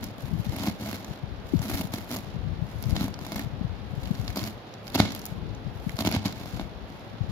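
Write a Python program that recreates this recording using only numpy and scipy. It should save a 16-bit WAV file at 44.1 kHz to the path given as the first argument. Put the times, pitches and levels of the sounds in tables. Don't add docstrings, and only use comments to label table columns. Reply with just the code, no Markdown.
import sys
import numpy as np
from scipy import signal
from scipy.fft import rfft, irfft, next_fast_len
from scipy.io import wavfile

SR = 44100
rng = np.random.default_rng(int(sys.argv[2]) if len(sys.argv) > 2 else 0)


def to_wav(sig):
    pcm = np.clip(np.atleast_2d(sig), -1, 1) * 32767
    pcm = np.round(pcm).astype(np.int16)
    wavfile.write(sys.argv[1], SR, pcm.T)


def voltage_ratio(level):
    return 10 ** (np.asarray(level, float) / 20)


N = 322371


def rms_one(x):
    return x / np.sqrt(np.mean(x ** 2) + 1e-20)


def at_hz(points, size):
    hz = np.maximum(np.arange(size // 2 + 1) * SR / size, 1)
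    table_hz, values = np.transpose(points)
    return np.interp(np.log(hz), np.log(table_hz), values)


def coloured(x, points):
    size = next_fast_len(N + 4096)
    gain = rms_one(voltage_ratio(at_hz(points, size)))
    return irfft(rfft(x, size) * gain, size)[..., :N]


def cut(x, hz, kind, order=2):
    sos = signal.butter(order, hz, kind, fs=SR, output="sos")
    return signal.sosfilt(sos, x + 1e-18)


def drift(rate_hz):
    noise = rng.standard_normal(N + SR)
    return rms_one(cut(noise, rate_hz, "low")[SR:])


def add(track, start_s, piece):
    i = int(np.clip(round(start_s * SR), 0, N - 1))
    track[i:i + len(piece)] += piece[:N - i]


def at_random(level_db, count, over_db, spread_db, low_hz, high_hz):
    when, pitch = rng.random((count, 2)).T
    size, spare = rng.standard_normal((count, 2)).T
    i = (when * N).astype(int)
    event_db = level_db[i] + over_db + spread_db * size
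    event_hz = low_hz * (high_hz / low_hz) ** pitch
    return np.array([i / SR, event_db, event_hz, i, spare]).T


# (frequency [Hz], relative level per Hz [dB])
HUM_COLOUR = [(20, -45), (50, 2), (80, -40), (100, 4.5), (135, -4), (205, -4), (330, -6.5), (500, -6.5),
              (810, -9), (1030, -13), (2300, -21), (3600, -22), (5400, -32.5), (8240, -56), (11000, -31),
              (16400, -39)]
# (frequency [Hz], likeness [0 to 1, lower values count as 0])
HUM_ALIKE = [(60, 0.71), (240, 1), (950, 0.22), (3770, 0.081), (15000, -3.3)]


def hum():
    alike = np.clip(at_hz(HUM_ALIKE, size=N), 0, 1)
    mid, side = rfft(rng.standard_normal((2, N)))
    shared, opposed = np.sqrt(1 + alike) * mid, np.sqrt(1 - alike) * side
    pair = irfft(shared + opposed * [[1], [-1]], N)
    return voltage_ratio(-44) * coloured(rms_one(pair), HUM_COLOUR)


# (time [s], level [dB])
DRAUGHT_LEVEL = [(0.0, -38.5), (0.15, -48), (0.35, -30.5), (0.65, -43), (0.9, -56), (1.2, -44), (1.6, -36),
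                 (1.85, -45), (2.1, -50), (2.5, -29), (2.7, -47), (2.9, -25), (3.15, -45), (3.6, -32.5),
                 (3.8, -40), (4.25, -35), (4.5, -41.5), (4.65, -62), (4.95, -51), (5.35, -33.5), (6.1, -47),
                 (6.3, -49), (6.6, -38), (7.05, -48.5), (7.31, -34.5)]
# (time of the middle [s], level [dB], pitch in the middle [Hz])
STRONG_EDDIES = [(0.248, -21, 110), (0.316, -21, 168), (0.352, -18.5, 161), (0.401, -16, 148),
                 (0.471, -18.5, 180), (0.496, -16.5, 112), (1.113, -23.5, 142), (1.24, -20.5, 130),
                 (1.54, -9, 274), (1.549, -14, 207), (1.56, -11.5, 148), (1.577, -18, 91.5),
                 (1.604, -17, 130), (1.853, -22.5, 146), (2.366, -22.5, 166), (2.445, -21, 92),
                 (2.475, -21, 132), (2.625, -16.5, 129), (2.762, -23.5, 114), (2.867, -14, 116),
                 (2.922, -24.5, 189), (3.467, -22, 130), (3.615, -18, 198), (3.652, -16, 136),
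                 (3.938, -20.5, 144), (3.981, -21, 132), (4.113, -11.5, 174), (4.202, -17, 117),
                 (4.43, -23, 119), (5.509, -32, 120), (5.673, -20.5, 173), (5.872, -15, 179),
                 (5.948, -22.5, 122), (6.54, -25, 120), (6.56, -24.5, 119), (7.216, -15.5, 122),
                 (7.302, -23, 152)]
# (frequency [Hz], relative level per Hz [dB])
DRAUGHT_NOISE = [(15, -34), (30, -7), (55, 11.5), (110, 5.5), (200, 2.5), (350, -12.5), (700, -81)]


def draught():
    level_s, level_points = np.transpose(DRAUGHT_LEVEL)
    level_db = np.interp(np.arange(N) / SR, level_s, level_points)
    lumps_db = 4.6 * drift(13.4)
    left = voltage_ratio(level_db + lumps_db) * coloured(rng.standard_normal(N), DRAUGHT_NOISE)
    weak = at_random(level_db, 90, over_db=10, spread_db=1.5, low_hz=84.7, high_hz=157)
    eddies = STRONG_EDDIES + list(weak[:, :3])
    phases = rng.uniform(0, 2 * np.pi, len(eddies))
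    for (middle_s, db, hz), phase in zip(eddies, phases):
        cycles = np.arange(-3 * SR / hz, 3 * SR / hz) * hz / SR
        swell = np.exp(-(cycles / 0.95) ** 2)
        swing = swell * np.sin(2 * np.pi * (cycles - 0.15 * cycles ** 2) + phase)
        add(left, middle_s - 3 / hz, voltage_ratio(db) * swing)
    right = voltage_ratio(level_db - 14.5) * coloured(rng.standard_normal(N), DRAUGHT_NOISE)
    return np.array([left, right])


# (start [s], end [s], level at the start [dB], level at the end [dB],
# brightness: treble against the rest [dB])
STROKES_AND_ECHO = [(0.03, 0.07, -47.5, -54, -3), (0.185, 0.422, -55.5, -60.5, -1),
                    (0.418, 0.679, -56.5, -39.5, -4), (0.812, 0.952, -47, -46, -2),
                    (0.964, 1.154, -55, -56, -5.5), (1.462, 1.57, -57, -52, -2),
                    (1.634, 1.812, -45.5, -41, 1.5), (1.938, 2.05, -44, -57, 0),
                    (2.109, 2.175, -42, -46, 1), (2.22, 2.336, -61, -59.5, -12),
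                    (2.64, 2.92, -64.5, -51, -1.5), (2.96, 3.053, -44, -43, -4),
                    (3.212, 3.402, -54.5, -45, -4), (3.887, 4.003, -66, -61, -3),
                    (4.014, 4.33, -55, -52.5, -3.5), (4.366, 4.472, -44.5, -47, -1.5),
                    (4.856, 4.9, -62, -68, 5), (4.962, 4.964, -31.5, -59, -4),
                    (4.995, 4.995, -31.5, -29.5, -11.5), (5.003, 5.124, -41, -48.5, -22),
                    (5.12, 5.307, -51, -53.5, -2.5), (5.74, 5.96, -68, -57, 1.5),
                    (6.004, 6.02, -41.5, -43, -2), (6.075, 6.081, -30.5, -40.5, -7),
                    (6.128, 6.139, -44, -34, -14), (6.258, 6.3, -40, -48.5, -9),
                    (6.35, 6.616, -51.5, -51, -5), (6.89, 7.09, -62, -65, -7), (7.3, 7.325, -57, -33, -8)]


def strokes():
    t = np.arange(N) / SR
    bite_db_per_s, let_go_db_per_s = 600, 256
    rustle_db, rustle_bright_db = -65.5, -22
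    low_power, top_power = voltage_ratio(2 * rustle_db), voltage_ratio(2 * (rustle_db + rustle_bright_db))
    for start, end, start_db, end_db, bright_db in STROKES_AND_ECHO:
        db = np.interp(t, [start, max(end, start)], [start_db, end_db])
        db = db - bite_db_per_s * np.maximum(start - t, 0)
        db = db - let_go_db_per_s * np.maximum(t - end, 0)
        low_power = low_power + voltage_ratio(2 * db)
        top_power = top_power + voltage_ratio(2 * (db + bright_db))
    return 10 * np.log10(low_power), 10 * np.log10(top_power / low_power)


PLACE_LEADS = [.00011, .00018, .00023, .00030, .00039]


def tearing(per_s, clump_db, spread_db):
    shape = (len(PLACE_LEADS), N)
    clicks = rng.random(shape) < per_s / SR
    sizes = voltage_ratio(spread_db * np.minimum(rng.exponential(1, shape), 5))
    signs = rng.choice([-1, 1], shape)
    return rms_one(clicks * sizes * signs * voltage_ratio(clump_db * drift(54.5)))


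# (time [s], level before the crack gains [dB], pitch [Hz],
# brightness of the treble [dB], jolt to the board over the level [dB])
THICK_STEMS = [(0.0408, -30, 5700, 1, -7), (0.5642, -33, 1780, 2, 9), (0.635, -33, 5600, -1, 8),
               (0.6442, -35, 2400, -2, -7), (0.674, -36, 2500, -7, 20.5), (0.6837, -31, 6200, -18, 1),
               (0.9125, -37, 2200, -4, 14.5), (0.9292, -29.5, 2200, -3, 8.5), (1.0456, -33, 6100, -7, 7),
               (1.592, -32, 6000, -17, 4), (1.618, -33.5, 5700, -4, 10), (1.6972, -43, 6700, 4, 20),
               (1.7132, -37.5, 2480, 2, 19), (1.7536, -30, 2480, 2, 6), (1.9377, -26.5, 4160, -1, 6),
               (1.9575, -34, 5400, -18, -9), (2.1126, -33, 1770, 0, 6), (2.1665, -27.5, 5640, -4, 2),
               (2.8256, -41.5, 5200, 11, -6), (2.8385, -32, 5130, -22, 6), (2.907, -33, 4340, -5, 5),
               (2.9646, -21, 3900, -25, 2), (3.009, -28, 4000, -7, 10), (3.0414, -31, 5600, -3, 7),
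               (3.0811, -40, 4800, 4, 19), (3.1406, -30.5, 5200, -22, -2), (3.19, -36.5, 5000, -8, 11),
               (3.2121, -39.5, 5700, -9, 11), (3.2656, -35.5, 5600, -4, 12), (3.3201, -30, 5300, -2, 13),
               (3.3593, -28.5, 1780, -1, 6), (3.3937, -26.5, 1750, -2, 2), (4.056, -33.5, 4300, -27, -8),
               (4.1514, -35, 4750, -18, -7), (4.279, -25.5, 4460, -16, 1.5), (4.3024, -30, 1890, -10, -6),
               (4.3597, -28, 4500, -5, -5), (4.3758, -27, 4800, -13, -12), (4.3915, -24, 4500, -13, -3),
               (4.4057, -44, 4870, -10, -12), (4.439, -27, 5170, -11, -7), (4.4746, -30.5, 5000, -4, 0),
               (4.739, -35.5, 5240, -16, -18), (4.869, -35, 4800, -18, -2), (4.879, -30, 5200, -13, -3),
               (4.9005, -38, 4700, -6, -3), (4.9445, -25, 4300, -8, -9), (4.9503, -21.5, 4300, -5, -5),
               (4.956, -20.5, 5000, -6, 11), (4.9634, -28, 2800, -22, 3), (4.9873, -26, 4600, -1, -5),
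               (5.0013, -12, 3850, -14, 11.5), (5.016, -32, 4500, -24, -2), (5.033, -37, 3900, -22, -7),
               (5.1204, -29.5, 4840, -7, -13), (5.149, -29.5, 4800, 0, -19), (5.1928, -35.5, 5030, -1, -5),
               (5.2161, -35, 5700, -9, -9), (5.2546, -33.5, 4900, 7, -10), (5.2634, -34.5, 6900, 4, -2),
               (5.549, -43, 6000, -15, -5), (5.8939, -28, 2040, -15, -7), (5.9682, -33, 5200, -7, -14),
               (5.9891, -22.5, 4540, -10, 5), (6.007, -22, 4270, -14, 5), (6.022, -30.5, 3230, -8, 9),
               (6.0499, -24.5, 3220, -5, 10.5), (6.073, -33, 2500, -3, 12), (6.0894, -31, 6000, -1, 14.5),
               (6.1138, -23.5, 2300, -5, 6), (6.1243, -23.5, 4700, -9, 3), (6.1495, -26.5, 4040, -9, 11.5),
               (6.1635, -28, 2200, -7, 12.5), (6.2611, -24, 4720, -9, 1), (6.2806, -30, 5000, -19, -5),
               (6.3244, -30.5, 4230, -9, -15), (6.5961, -31.5, 3460, -24, 16), (6.612, -35, 3400, -18, 13)]


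def snapping(tear_db, bright_db):
    thin = at_random(tear_db, 260, over_db=9, spread_db=2.5, low_hz=2500, high_hz=6000)
    stems = list(THICK_STEMS)
    for s, db, hz, i, spare in thin:
        stems.append((s, db, hz, bright_db[int(i)] + 0.5 * spare, 11.5))
    crack_db, crack_top_db = 9.5, 20.5
    places = len(PLACE_LEADS)
    low, top, jolts = np.zeros((places, N)), np.zeros((places, N)), np.zeros(N)
    t = np.arange(600) / SR
    cracks = rng.standard_normal((len(stems), places, len(t))) * np.exp(-t / 0.0024)
    cracks /= np.sqrt(np.sum(cracks ** 2, axis=2, keepdims=True))
    top_fade = np.exp(-t / 0.0034)
    push = np.exp(-t / 0.00011)
    push /= np.sum(push)
    for (s, db, hz, top_db, jolt_db), crack in zip(stems, cracks):
        rung = crack + 2.83 * signal.lfilter(*signal.iirpeak(hz, 4.0, SR), crack)
        for place in range(places):
            add(low[place], s, voltage_ratio(db + crack_db) * rung[place])
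            add(top[place], s, voltage_ratio(db + top_db + crack_top_db) * crack[place] * top_fade)
        add(jolts, s, -voltage_ratio(db + jolt_db) * push)
    return low, top, jolts


# (frequency [Hz], relative level per Hz [dB])
LEAF_COLOUR = [(300, -34), (700, 0), (1500, 4), (2800, 2), (4400, 2), (6500, -2), (9900, 2), (12900, 12.5),
               (15300, 10), (16600, -17)]


def leaves():
    tear_db, bright_db = strokes()
    fibres = tearing(1800, clump_db=2.5, spread_db=4.0)
    low, top = voltage_ratio(tear_db) * fibres, voltage_ratio(tear_db + bright_db) * fibres
    crunch = signal.lfilter(*signal.iirpeak(3900, 2.45, SR), low)
    low = low + voltage_ratio(-14 - 0.8675 * bright_db) * crunch
    snap_low, snap_top, jolts = snapping(tear_db, bright_db)
    split_hz = 8300
    crisp = cut(coloured(low + snap_low, LEAF_COLOUR), split_hz, "low", order=4)
    crisp += cut(coloured(top + snap_top, LEAF_COLOUR), split_hz, "high", order=4)
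    force = voltage_ratio(tear_db - 12) * fibres[0] + cut(jolts, 398, "high")
    return crisp, force


def ring(force, hz, t60):
    r, w = voltage_ratio(-60 / (t60 * SR)), 2 * np.pi * hz / SR
    return signal.lfilter([0, np.sin(w)], [1, -2 * r * np.cos(w), r * r], force + 1e-18)


# (time [s], level [dB], rough contact time [ms])
BLADE_THUDS = [(0.531, -26, 0.79), (0.5679, -23, 2.3), (0.6436, -19.5, 1.6), (0.6819, -13, 1.34),
               (0.821, -24, 0.82), (0.913, -24.5, 1.3), (0.931, -28, 1.3), (1.6534, -25, 1.1),
               (1.7552, -25, 2.9), (1.801, -16, 1.9), (1.938, -19, 2.1), (2.1687, -30, 1.1),
               (2.976, -21, 2), (3.0113, -12.5, 2.4), (3.04, -18, 2.2), (3.0811, -26, 0.41),
               (4.4779, -23, 2.3), (4.9586, -17, 0.69), (4.969, -25, 2.7), (4.993, -22, 1.4),
               (4.9998, -2.5, 2.97), (5.016, -23, 3.6), (5.031, -44, 2), (5.991, -31, 1.3),
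               (6.0122, -19.5, 2.7), (6.0508, -19.5, 1.3), (6.074, -20, 0.54), (6.1629, -2, 6.4),
               (6.5938, -33, 0.65)]
# (frequency [Hz], level [dB], time to fall by 60 dB [s])
BOARD_TONES = [(103, -8.5, 0.1), (141, -20, 0.059), (209.4, -5.5, 0.064), (262.7, -5.5, 0.042),
               (303, -14.5, 0.016), (655, -10, 0.014), (814, -7, 0.0054), (1280, -12, 0.003),
               (2170, -19, 0.031), (4150, -12, 0.0049)]


def board(force):
    out = np.zeros(N)
    draws_db = rng.normal(0, 1.5, (len(BLADE_THUDS), len(BOARD_TONES)))
    for k, (hz, level_db, t60) in enumerate(BOARD_TONES):
        blows = force.copy()
        for (s, db, contact_ms), draw_db in zip(BLADE_THUDS, draws_db[:, k]):
            samples = 3 + int(max(contact_ms, 0) * SR / 1000)
            push = np.sin(np.linspace(0, np.pi, samples))
            add(blows, s, -voltage_ratio(db + draw_db) * push / push.sum())
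        out += voltage_ratio(level_db) * ring(blows, hz, t60)
    return out


def room(x):
    t60_s, wall_cut_hz = 0.45, 9000
    size = next_fast_len(N + SR)
    w = np.arange(size // 2 + 1) * 2 * np.pi / size
    dull = 1 / (1 + 1j * w * SR / (2 * np.pi * wall_cut_hz))
    echoes = []
    for k, lag_s in enumerate(rng.uniform(0.011, 0.04, 12)):
        one_round = voltage_ratio(-60 * lag_s / t60_s) * dull * np.exp(-1j * w * lag_s * SR)
        echoes.append((-1) ** (k // 2) * one_round / (1 - one_round))
    sides = np.array([sum(echoes[::2]), sum(echoes[1::2])])
    return irfft(rfft(x, size) * sides, size)[:, :N]


def to_ports(x, lead_s):
    t = np.arange(N)
    return np.array([x, np.interp(t - lead_s * SR, t, x)])


def scene():
    crisp, force = leaves()
    knocks = cut(board(force), 104, "high", order=3)
    mids = cut(crisp, 2100, "low")
    near = to_ports(knocks + mids.sum(axis=0), 0.00009)
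    for x, lead_s in zip(crisp - mids, PLACE_LEADS):
        near = near + to_ports(x, lead_s)
    echoes = voltage_ratio(-20.5) * room(crisp.sum(axis=0) + knocks)
    return near + echoes + hum() + draught()


# (frequency [Hz], left over right [dB])
PORT_DIFFERENCE = [(300, 0), (700, -.5), (1290, 1.2), (2380, -1.8), (4400, -2.5), (8120, -1), (12000, 2),
                   (15000, 1)]
# (frequency [Hz], level [dB])
PORT_CAVITY = [(7000, 0.5), (7900, -10), (8400, -16), (9000, -10.5), (10000, -6.5), (16200, -12),
               (16800, -45)]


def ports(x):
    half_db = at_hz(PORT_DIFFERENCE, size=N) / 2
    gain = voltage_ratio(half_db * np.array([[1], [-1]]) + at_hz(PORT_CAVITY, size=N))
    return irfft(rfft(x) * gain, N)


def roll_off(x):
    return signal.sosfilt(signal.butter(12, 16510, fs=SR, output="sos"), x)


def record(dry):
    mix = ports(dry)
    return roll_off(mix)


dry = scene()
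out = record(dry)
to_wav(out)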